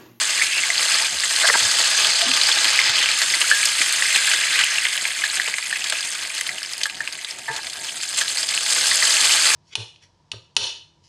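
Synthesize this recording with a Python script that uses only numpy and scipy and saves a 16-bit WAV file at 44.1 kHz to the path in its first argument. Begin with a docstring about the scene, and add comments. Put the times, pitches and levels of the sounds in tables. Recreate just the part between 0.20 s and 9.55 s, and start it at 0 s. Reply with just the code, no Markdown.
"""A small kitchen, heard from close by: fish fries in shallow oil in a metal pan over a gas flame.
Steam bubbles burst in swarms: random clicks and noise set resonators of many pitches ringing.
Larger bubbles pop singly as short tones with a spit of noise, and water droplets crack as bright clicks.
Touches and scrapes of a wooden spatula, and a bursting bubble, ring the pan's modes by small slips;
every burst makes the pan hum. Shaped noise is the low roar of the flame, a tail of echoes the room."""
import sys
import numpy as np
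from scipy import signal
from scipy.fft import rfft, irfft
from scipy.io import wavfile
from scipy.ndimage import uniform_filter1d

SR = 44100
rng = np.random.default_rng(int(sys.argv[2]) if len(sys.argv) > 2 else 0)


def to_wav(sig):
    """Store sig (one row per channel, or 1-D mono) as 16-bit WAV at the path in sys.argv[1].

    Samples outside -1..1 are clipped; the rate is SR.
    """
    pcm = np.clip(np.atleast_2d(sig), -1, 1) * 32767
    pcm = np.round(pcm).astype(np.int16)
    wavfile.write(sys.argv[1], SR, pcm.T)  # frames by channels


def gain_from_decibels(decibels):
    """Convert decibel values to linear amplitude factors."""
    exponent = np.asarray(decibels, float) / 20
    return 10 ** exponent


N = 412335

# How the frying goes. Each row: time in seconds, vigour in dB, large bubbles over small ones in dB,
# fine spray thrown up in dB.
FRYING = [(0, -21.5, -4, -2), (.26, -24.5, -0.5, 1.5), (.5, -23, -5, -5), (.76, -19.5, -4, -5),
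          (.96, -24.5, -4.5, 1), (1.2, -20, -5.5, -1), (1.48, -18.5, -8, -5.5), (2.1, -18.5, -8, -18),
          (2.4, -18, -6.5, -12), (2.7, -20, -3.5, -24), (3.1, -23, -2, 3.5), (3.6, -23, -1, 3.5),
          (4.05, -22.5, -0.5, 2.5), (4.4, -24.5, 3.5, -2), (4.8, -28, 2, 5), (5.25, -28, 2, 3.5),
          (5.5, -30.5, 1, 1.5), (5.85, -27.5, 0, 1), (6.4, -32.5, 0.5, 4), (6.75, -33.5, 0, -4),
          (7.1, -35.5, 4, 2), (7.37, -31, -4, -4), (7.6, -32.5, 0, 6), (7.97, -26, -6.5, 1),
          (8.3, -27.5, -6.5, 0), (8.55, -20.5, -10, 0), (9.05, -19, -5.5, 3), (9.35, -18.5, -7, 1)]
# The ways the pan rings on its grate. Each row: pitch in Hz, strength under a short contact in dB,
# free ring time in seconds (to fall by 60 dB), hum under the sizzle in dB.
PAN_MODES = [(82, 5, 0.069, -57), (122, -8, 0.05, -47), (145.7, 14.5, 0.1, -46.5), (276, 12, 0.044, -43.5),
             (342.5, 9, 0.15, -39), (462.5, 8, 0.17, -38.5), (520, 15, 0.039, -31.5),
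             (682, 21, 0.03, -28.5), (894, 10, 0.3, -30), (962, 7, 0.18, -31), (1144, 3, 0.2, -28),
             (1260, 12, 0.079, -26.5), (1376, 16, 0.029, -25), (1600, 10, 0.25, -38),
             (1642, 6, 0.87, -21.5), (1750, 20, 0.11, -19.5), (1974, 12, 0.22, -42), (2137, 7, 0.14, -22.5),
             (2660, 8, 0.18, -25.5)]


def rms_one(x):
    """Scale to unit power."""
    return x / np.sqrt(np.mean(x ** 2) + 1e-20)


def in_time(rows):
    """Draw the columns of a table as curves, read at every sample."""
    s, *columns = np.transpose(rows)
    return [np.interp(np.arange(N) / SR, s, c) for c in columns]


def at_hz(points, hz, column=1):
    """Read a spectrum on a log-frequency axis."""
    points = np.array(points)
    return np.interp(np.log(hz), np.log(points[:, 0]), points[:, column])


def band(x, low_hz, high_hz):
    """Keep a band of frequencies (Butterworth band-pass)."""
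    edges_hz = [low_hz, min(high_hz, 0.45 * SR)]
    return signal.sosfilt(signal.butter(2, edges_hz, "band", fs=SR, output="sos"), x)


def drift(rate_hz):
    """Slow random wander of spread 1: coarse noise, one value per 20 samples, smoothed twice."""
    r = np.exp(-40 * np.pi * rate_hz / SR)
    noise = rng.standard_normal(N // 20 + 4002)
    slow = signal.lfilter([1], [1, -2 * r, r * r], noise)[4000:]    # skip the settling
    return np.interp(np.arange(N) / 20, np.arange(len(slow)), rms_one(slow))


def ring(clicks, hz, t60):
    """A resonator: a unit click sets a sine ringing from height 1, falling 60 dB in t60 seconds."""
    r = gain_from_decibels(-60 / (t60 * SR))
    w = 2 * np.pi * hz / SR
    return signal.lfilter([0, np.sin(w)], [1, -2 * r * np.cos(w), r * r], clicks + 1e-18)


def sizzle(size_db, swarm_db, cycles, patch_db, snap_db, snap_share):
    """Bubbles of all sizes burst in swarms and ring a few cycles at the pitch of their size; droplets snap."""
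    # Colour of the bursts. Each row: pitch in Hz, strength per Hz in dB (only the shape counts).
    oil_colour = [(120, -57), (200, -91), (422, -38.5), (575, -36), (813, -13), (891, -15), (976, -15.5),
                  (1620, 3), (4590, 5), (5710, 3.5), (6370, 4), (8520, 2), (13200, -25.5), (15600, -80)]
    # How each size of bubble answers. Each row: pitch in Hz, then the dB gained
    # per dB of vigour, per dB of largeness and per dB of spray.
    size_answer = [(604, 2.27, -0.2, 0.01), (2020, 1.72, 1.45, 0.01), (4850, 1.44, 0.12, 0.0092),
                   (8040, 1.4, 0.2, 0.33), (11700, 1.3, 0.27, 0.55)]
    usual_vigour_db, usual_large_db = -23, -3    # the state that the oil colour describes
    level_db = -17.5                             # level in that state
    bursts_per_s = 2100                          # usual rate, before the swarms change it
    fizz_db, fizz_follows = 2.5, 0.36            # a livelier pan merges more bursts into fizz

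    usual = np.array([[usual_vigour_db], [usual_large_db], [0]])
    vigour_db, large_db, spray_db = in_time(FRYING) - usual
    vigour_db = vigour_db + flares_db()

    # a patch of water boils off at once
    swarm = gain_from_decibels(swarm_db * (0.65 * drift(12.0) + 1.1 * drift(50.0)))
    sizes = gain_from_decibels(size_db * np.minimum(rng.exponential(1, N), 5))    # mostly small, a few much larger
    sizes = sizes * rng.choice([-1, 1], N)
    chance = rng.random(N) * SR / (bursts_per_s * swarm)
    born = sizes * (chance < 1)
    snaps = rms_one(band(sizes * (chance < snap_share), 1310.0, 6170.0))    # too brief for a pitch

    pitches = np.geomspace(300, 15000, 40)
    many = np.sqrt(pitches)                      # small, high bubbles are more numerous
    dealt = rng.choice(len(pitches), N, p=many / many.sum())
    white = rng.standard_normal((2, N))
    merged = gain_from_decibels(fizz_db + fizz_follows * vigour_db) * swarm ** 0.048
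    colour = gain_from_decibels(at_hz(oil_colour, pitches)) * np.sqrt(pitches)

    out = 0
    for k, hz in enumerate(pitches):
        fizz = merged * gain_from_decibels(1.35 * drift(35.0)) * white[k % 2]    # countless tiny bursts merge
        patch = gain_from_decibels(patch_db * drift(45.0))      # one size of bubble sputters for a moment
        bursts = rms_one(born * (dealt == k) * patch + 1e-9) + fizz
        bursts = bursts / np.sqrt(1 + merged ** 2)    # more fizz, but no louder
        rings = rms_one(band(ring(bursts, hz, cycles / hz), hz / 1.226, hz * 1.176))
        answer_db = at_hz(size_answer, hz) * vigour_db
        answer_db = answer_db + at_hz(size_answer, hz, column=2) * large_db
        answer_db = answer_db + at_hz(size_answer, hz, column=3) * spray_db
        out = out + colour[k] * rings * gain_from_decibels(answer_db)
    return gain_from_decibels(level_db) * (out / np.linalg.norm(colour) + gain_from_decibels(snap_db + vigour_db) * snaps)


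def flares_db():
    """A pocket of water boils off: the vigour rises for a moment, with soft edges."""
    # Each row: start in seconds, rise of the vigour in dB, length in seconds.
    flare_rows = [(1.272, 4.5, 0.0098), (3.949, 3, 0.017), (4.389, 3, 0.034), (5.139, 3, 0.039),
                  (5.51, 2.5, 0.064), (6.173, 2.5, 0.024), (7.812, 2, 0.028), (7.971, 4, 0.057),
                  (8.08, 1.5, 0.054), (8.17, 4, 0.076), (8.286, 4, .04), (8.336, 3.5, 0.035),
                  (8.495, 1.5, 0.035)]
    edge_s = 0.0043    # half the length of the smoothing
    t = np.arange(N) / SR
    lift = sum(db * ((t > s) & (t < s + length)) for s, db, length in flare_rows)
    return uniform_filter1d(lift.astype(float), max(round(2 * edge_s * SR), 1))


def pan_hum(oil):
    """The bursts shake the pan, which hums at its modes, damped by the oil."""
    hum = 0
    for hz, _, t60, db in PAN_MODES:
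        mode = band(ring(oil, hz, 0.3 * t60), hz / 1.106, hz * 1.04)
        hum = hum + gain_from_decibels(db) * rms_one(mode)
    return np.std(oil) * hum


def pops():
    """A large bubble swells, rings while rising a little in pitch and throws a bright spit."""
    # The clearest single bubbles. Each row: start in seconds, tone level in dB (before the last filter),
    # pitch in Hz, length in cycles (the swell peaks after an eighth of it).
    clear_pops = [(0.221, -6.5, 2200, 17), (0.4354, -10.5, 2170, 23), (0.5026, -6, 2020, 13),
                  (0.58, -1.5, 4320, 11), (0.63, -1, 7500, 13), (0.7208, -3, 6610, 14),
                  (0.7432, -2.5, 4500, 18), (1.0355, -11.5, 1860, 16), (1.1593, -6, 4450, 11),
                  (1.514, 1, 4600, 5.5), (1.6387, -7, 2920, 9.2), (1.6582, -10, 4390, 12),
                  (1.7672, -12, 4500, 26), (1.8462, -1.5, 3200, 13), (1.8696, -4, 4420, 13),
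                  (2.0174, -1.5, 3130, 7.5), (2.1146, -8, 2600, 15), (2.1361, -7, 3400, 18),
                  (2.2137, 1, 4030, 13), (2.2349, 0.5, 4700, 11), (2.2698, -5, 4530, 11),
                  (2.2904, -4.5, 1650, 6.5), (2.3162, -4, 3350, 18), (2.3865, -4, 3840, 18),
                  (2.5901, 0, 2100, 8.8), (2.7843, -4.5, 3120, 10), (2.8589, -5, 2760, 12),
                  (2.8944, -13, 2470, 7.9), (2.9145, -5, 4150, 18), (2.9532, -27, 4580, 10),
                  (3.0171, -2.5, 2960, 5), (3.1378, -10, 2080, 15), (3.2152, -5, 2610, 9.1),
                  (3.313, 0, 1630, 16), (3.4541, 3, 8210, 9.1), (3.6157, -2, 2140, 7.1),
                  (3.8223, -7.5, 1860, 15), (3.9599, -1, 2720, 9), (4.0762, -10, 1710, 12),
                  (4.1146, -4.5, 2650, 10), (4.2378, -10, 2690, 15), (4.39, -4, 3070, 7.1),
                  (4.4379, -3.5, 2870, 16), (4.5828, -9.5, 2660, 30), (4.6529, -6.5, 2130, 13),
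                  (4.7771, -4.5, 3060, 6.8), (4.853, -8.5, 2220, 13), (4.9899, -17, 2320, 11),
                  (5.0188, -17, 2100, 26), (5.0377, -9, 1710, 28), (5.0996, -8.5, 4060, 13),
                  (5.1979, -5, 1810, 15), (5.2767, -6.5, 2700, 4.7), (5.3401, -7.5, 2220, 8.8),
                  (5.383, -11.5, 2080, 12), (5.4553, -19, 2550, 11), (5.5117, -19, 2560, 13),
                  (5.5261, -11, 1750, 36), (5.5601, -15, 2030, 9.9), (5.6414, -12, 3270, 8.6),
                  (5.6618, -19, 2020, 10), (5.6987, -4, 4440, 9.2), (5.7232, -8.5, 1730, 4.3),
                  (5.8075, -7, 4930, 7.8), (5.9906, -17, 2970, 11), (6.0504, -17.5, 2120, 9.6),
                  (6.1652, -22, 4100, 13), (6.1801, -12, 4130, 10), (6.2106, -11, 1990, 9.7),
                  (6.266, -13, 2970, 10), (6.2914, -11.5, 2050, 13), (6.3822, -14, 2880, 13),
                  (6.4181, -21, 1650, 12), (6.4306, -9.5, 5110, 11), (6.4605, -13, 4940, 11),
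                  (6.5114, -22, 3700, 11), (6.5348, -9.5, 5070, 13), (6.5797, -11, 8300, 15),
                  (6.6132, -12, 2680, 8.7), (6.6336, -3.5, 4700, 4.3), (6.6556, -11.5, 1710, 19),
                  (6.698, -13.5, 2630, 8.1), (6.8047, -12.5, 1740, 29), (6.8751, -9.5, 2480, 8.4),
                  (6.925, -13, 4790, 11), (6.9519, -19, 2980, 11), (6.9888, -22.5, 2040, 13),
                  (7.0467, -10.5, 3670, 13), (7.109, -11.5, 5400, 18), (7.3633, -14, 4110, 13),
                  (7.5324, -15.5, 4670, 12), (7.8133, -13, 4580, 17), (7.8328, -13, 4800, 14),
                  (7.9285, -22, 4380, 13), (7.9749, -8, 7600, 10), (7.9884, -3, 7470, 14),
                  (8.0133, -7, 3310, 12), (8.0802, -10, 4130, 16), (8.172, -10, 4240, 15),
                  (8.1855, -8, 4850, 15), (8.2304, -9, 4770, 17), (8.2887, -8.5, 4840, 23),
                  (8.3416, -8, 3360, 6.3), (8.3765, -3, 2850, 8.5), (8.4618, -12, 3560, 11),
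                  (8.4803, -17, 4780, 13), (8.5042, -4, 5000, 7.6), (8.5312, -6, 4790, 13),
                  (8.6105, -8, 4220, 13), (8.6828, -1, 7550, 13), (8.7113, -2, 4120, 10),
                  (8.8529, -2, 4500, 11), (8.9058, -5, 4690, 12), (9.1034, -9, 2500, 13),
                  (9.2675, 0, 4570, 13)]
    spit_db, spit_spread_db = -4, 3.5    # spit under each pop's tone, and how much chance varies it
    out = np.zeros(N + SR)
    t = np.arange(SR // 25) / SR
    rows = list(clear_pops) + lesser_pops()
    draws = rng.standard_normal((len(rows), len(t) + 1))
    for (s, db, hz, cycles), (luck, *noise) in zip(rows, draws):
        tone = np.sin(2 * np.pi * hz * t * (1 + 0.0025 * np.minimum(hz * t, 12)))
        age = 8 * hz * t / max(cycles, 1)
        swell = age * np.exp(-age)
        tear = 1.53 * np.exp(-np.abs(t - 0.0006) / 0.00006)    # the film tears in an instant
        spray = noise * np.sqrt(t / 0.0013) * np.exp(-t / 0.003)
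        spit = band(tear + spray, hz / 1.8, 9700.0)
        pop = tone * swell / swell.max() + gain_from_decibels(spit_db + spit_spread_db * luck) * spit
        out[round(s * SR):][:len(t)] += gain_from_decibels(db) * pop
    return band(out[:N], 920.0, 7100.0)


def lesser_pops():
    """Pops at chance moments and pitches, as strong as the frying is lively."""
    count, cycles = 60, 15
    over_vigour_db, spread_db = 10.5, 3    # level over the vigour, give or take the spread
    low_hz, high_hz = 1600, 6240
    when, pitch, strength = rng.random((count, 3)).T
    vigour_db = in_time(FRYING)[0][(when * N).astype(int)]
    levels_db = vigour_db + over_vigour_db + spread_db * (2 * strength - 1)
    pitches = low_hz * (high_hz / low_hz) ** pitch
    return [(s, db, hz, cycles) for s, db, hz in zip(when * N / SR, levels_db, pitches)]


def cracks():
    """Water droplets crack sharply in the oil: one bright click each, with a wisp of hiss after it."""
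    # Each row: start in seconds, level in dB beside the other cracks.
    crack_rows = [(0.5771, -10), (0.631, -16), (0.7228, -16), (1.3314, -12), (1.4047, -8), (1.4296, -10),
                  (1.4815, -9), (1.514, -9), (1.704, 3), (2.0218, -11), (2.2253, -19), (2.2697, -3),
                  (2.3301, -12), (2.4284, -9), (2.56, 4), (2.8005, 1), (2.9891, 1), (3.1378, -5),
                  (3.2535, -16), (3.3343, -11), (3.4565, 4), (3.5399, -18), (3.6237, -26), (3.7246, 4),
                  (3.8018, -7), (3.8931, -7), (3.9285, -1), (3.9549, -7), (4.0582, -8), (4.444, 2),
                  (4.7666, -1), (5.032, -9), (5.6989, 0), (6.2108, 5), (6.2756, -7), (6.4308, -7),
                  (6.5799, -7), (6.6338, -11), (6.667, -2), (7.1092, -23), (7.9748, -3), (8.5067, -5),
                  (8.533, -11), (8.6832, 1), (9.1406, -6)]
    all_db, low_hz, high_hz = -8, 2520, 11400    # all_db is added to every level
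    tail_s, tail_db = 0.0018, -13                # fading time of the hiss, its level under the click
    out = np.zeros(N + SR)
    t = np.arange(SR // 50) / SR
    for (s, db), hiss in zip(crack_rows, rng.standard_normal((len(crack_rows), len(t)))):
        click = (t == 0) + gain_from_decibels(tail_db) * hiss * np.exp(-t / tail_s)
        crack = band(band(click, low_hz, high_hz), low_hz / 2, high_hz)
        out[round(s * SR):][:len(t)] += gain_from_decibels(db + all_db) * crack / np.abs(crack).max()
    return out[:N]


def rung_pan(contacts):
    """Each contact is a short run of growing slips that rings the pan modes near its favoured pitch."""
    out = np.zeros(N + SR)
    size = SR // 2
    t = np.arange(size) / SR
    draws = rng.random((len(contacts), 2, size))
    for (s, db, centre_hz, octaves, length, free), (chance, force) in zip(contacts, draws):
        slips = (chance < 1500 / SR) * (t < length)     # about 1500 slips per second
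        slips = slips * (2 * force - 1) * (0.5 + 0.6 * t / length)
        slips[0] = 0.5                                  # the onset
        slips = band(slips, centre_hz / 2 ** octaves, centre_hz * 2 ** octaves)    # a soft, broad contact
        hit = 0
        for hz, mode_db, t60, _ in PAN_MODES:
            hit = hit + gain_from_decibels(mode_db) * ring(slips, hz, max(free, 0.02) * t60)
        out[round(s * SR):][:size] += gain_from_decibels(db) * hit / np.abs(hit).max()
    return out[:N]


def short_contacts():
    """Short touches and scrapes of the spatula, and a bursting bubble, ring the pan."""
    # Each row: start in seconds, peak in dB, favoured pitch in Hz, spread to each side in octaves,
    # share of the free ring time.
    short_rows = [(0.208, -8, 2090, .17, 0.23), (0.488, -29, 706, 0.1, 0.74),
                  (0.808, -24.5, 806, 0.23, 0.65), (2.018, -21, 735, 0.17, 1.3),
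                  (3.312, -14, 1660, .1, 1.1), (3.599, -27, 310, 1.2, 0.44), (5.277, -17, 1300, 0.94, .1),
                  (7.278, -16.5, 1800, .22, .6), (7.281, -22.5, 915, .2, 1.1), (7.3, -32, 450, .2, 1.3),
                  (7.549, -27, 1650, 0.84, 0.45)]
    contact_s = 0.01
    return rung_pan([(*row, contact_s, free) for *row, free in short_rows])


def spatula_drags():
    """The wooden spatula drags, pressing ever harder on the pan; its pressure damps the ring."""
    # Each row: start in seconds, peak in dB, favoured pitch in Hz, spread to each side in octaves,
    # length in seconds.
    drag_rows = [(0.26, -12.5, 2600, 0.15, .14), (1.228, -5.5, 1600, 0.44, 0.029),
                 (1.238, -18, 666, 0.15, 0.022), (1.282, -19, 520, 0.16, .026),
                 (1.286, -3, 1650, 0.4, 0.017), (1.338, -5, 1700, .6, .012), (1.352, -7, 1210, 1.08, .007),
                 (2.03, -26, 564, .4, 0.046), (2.058, -29.5, 259, 0.11, 0.046),
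                 (7.299, -22, 1500, 1.1, 0.096)]
    free = 0.081    # share of the free ring time
    return rung_pan([(*row, free) for row in drag_rows])


def pan_bumps():
    """The pan shifts on its grate: brief low contacts that ring the same modes."""
    # Each row: start in seconds, peak in dB, favoured pitch in Hz, length in seconds.
    bump_rows = [(0.937, -45, 70, .03), (1.403, -33, 124, 0.056), (2.684, -34.5, 115, .012),
                 (3.486, -58, 70, 0.021), (7.29, -35, 151, 0.013)]
    octaves, free = 0.3, 0.77    # spread to each side, share of the free ring time
    return rung_pan([(*row, octaves, length, free) for *row, length in bump_rows])


def flame():
    """Low roar of the burner and the room: noise shaped in pitch, gently fluttering."""
    # Each row: frequency in Hz, strength in dB (only the shape counts).
    roar_colour = [(15, -59), (25, -5), (48, -6), (69, 10), (102, 0), (140, 14.5), (165, 6.5), (184, 9),
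                   (271, 8), (401, 12.5), (432, 1), (763, 17), (835, -1), (900, 18.5), (1170, -33),
                   (1980, -120)]
    hz = np.maximum(np.fft.rfftfreq(N, 1 / SR), 1)
    spectrum = rfft(rng.standard_normal(N)) * gain_from_decibels(at_hz(roar_colour, hz))
    level_db = -51.5 + 3.6 * drift(9.9)
    return gain_from_decibels(level_db) * rms_one(irfft(spectrum, N))


def kitchen(x):
    """Hard walls nearby: a dense tail of dying echoes."""
    t60_s, level_db = 0.12, -15
    t = np.arange(SR // 2) / SR
    echoes = rng.standard_normal(len(t)) * gain_from_decibels(-60 * t / t60_s) * (t > 0.002)
    echoes = signal.lfilter([0.6], [1, -0.4], echoes)    # duller than the direct sound
    echoes = echoes / np.sqrt(np.sum(echoes ** 2))
    return gain_from_decibels(level_db) * signal.fftconvolve(x, echoes)[:N]


def scene():
    """Oil, pan and spatula in the kitchen, the flame beneath."""
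    single = pops() + cracks()
    contacts = short_contacts() + spatula_drags() + pan_bumps()
    swarms = sizzle(size_db=1.0, swarm_db=3.5, cycles=19.6, patch_db=3.0, snap_db=-12.5, snap_share=0.05)
    oil = swarms + single
    mix = oil + pan_hum(oil) + contacts + kitchen(single + contacts) + flame()
    return mix[None]    # one channel


def roll_off(x):
    """The treble ends steeply here."""
    return signal.sosfilt(signal.butter(12, 15700, fs=SR, output="sos"), x)


def record(dry):
    """The microphone housing cancels a few narrow bands; the highest peaks are rounded."""
    # Hollows in the microphone's response. Each row: centre in Hz, width in Hz, gain at the centre in dB.
    hollow_rows = [(3790, 147, -9.5), (5705, 590, -50.5), (6870, 160, -84), (16100, 450, -14)]
    x = dry
    for hz, width_hz, db in hollow_rows:
        w = 2 * np.pi * hz / SR
        a = np.pi * width_hz / SR
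        dip = a * gain_from_decibels(db)
        x = signal.lfilter([1 + dip, -2 * np.cos(w), 1 - dip], [1 + a, -2 * np.cos(w), 1 - a], x)
    mix = 1.484 * np.tanh(x / 1.668)
    return roll_off(mix)


dry = scene()
out = record(dry)
to_wav(out)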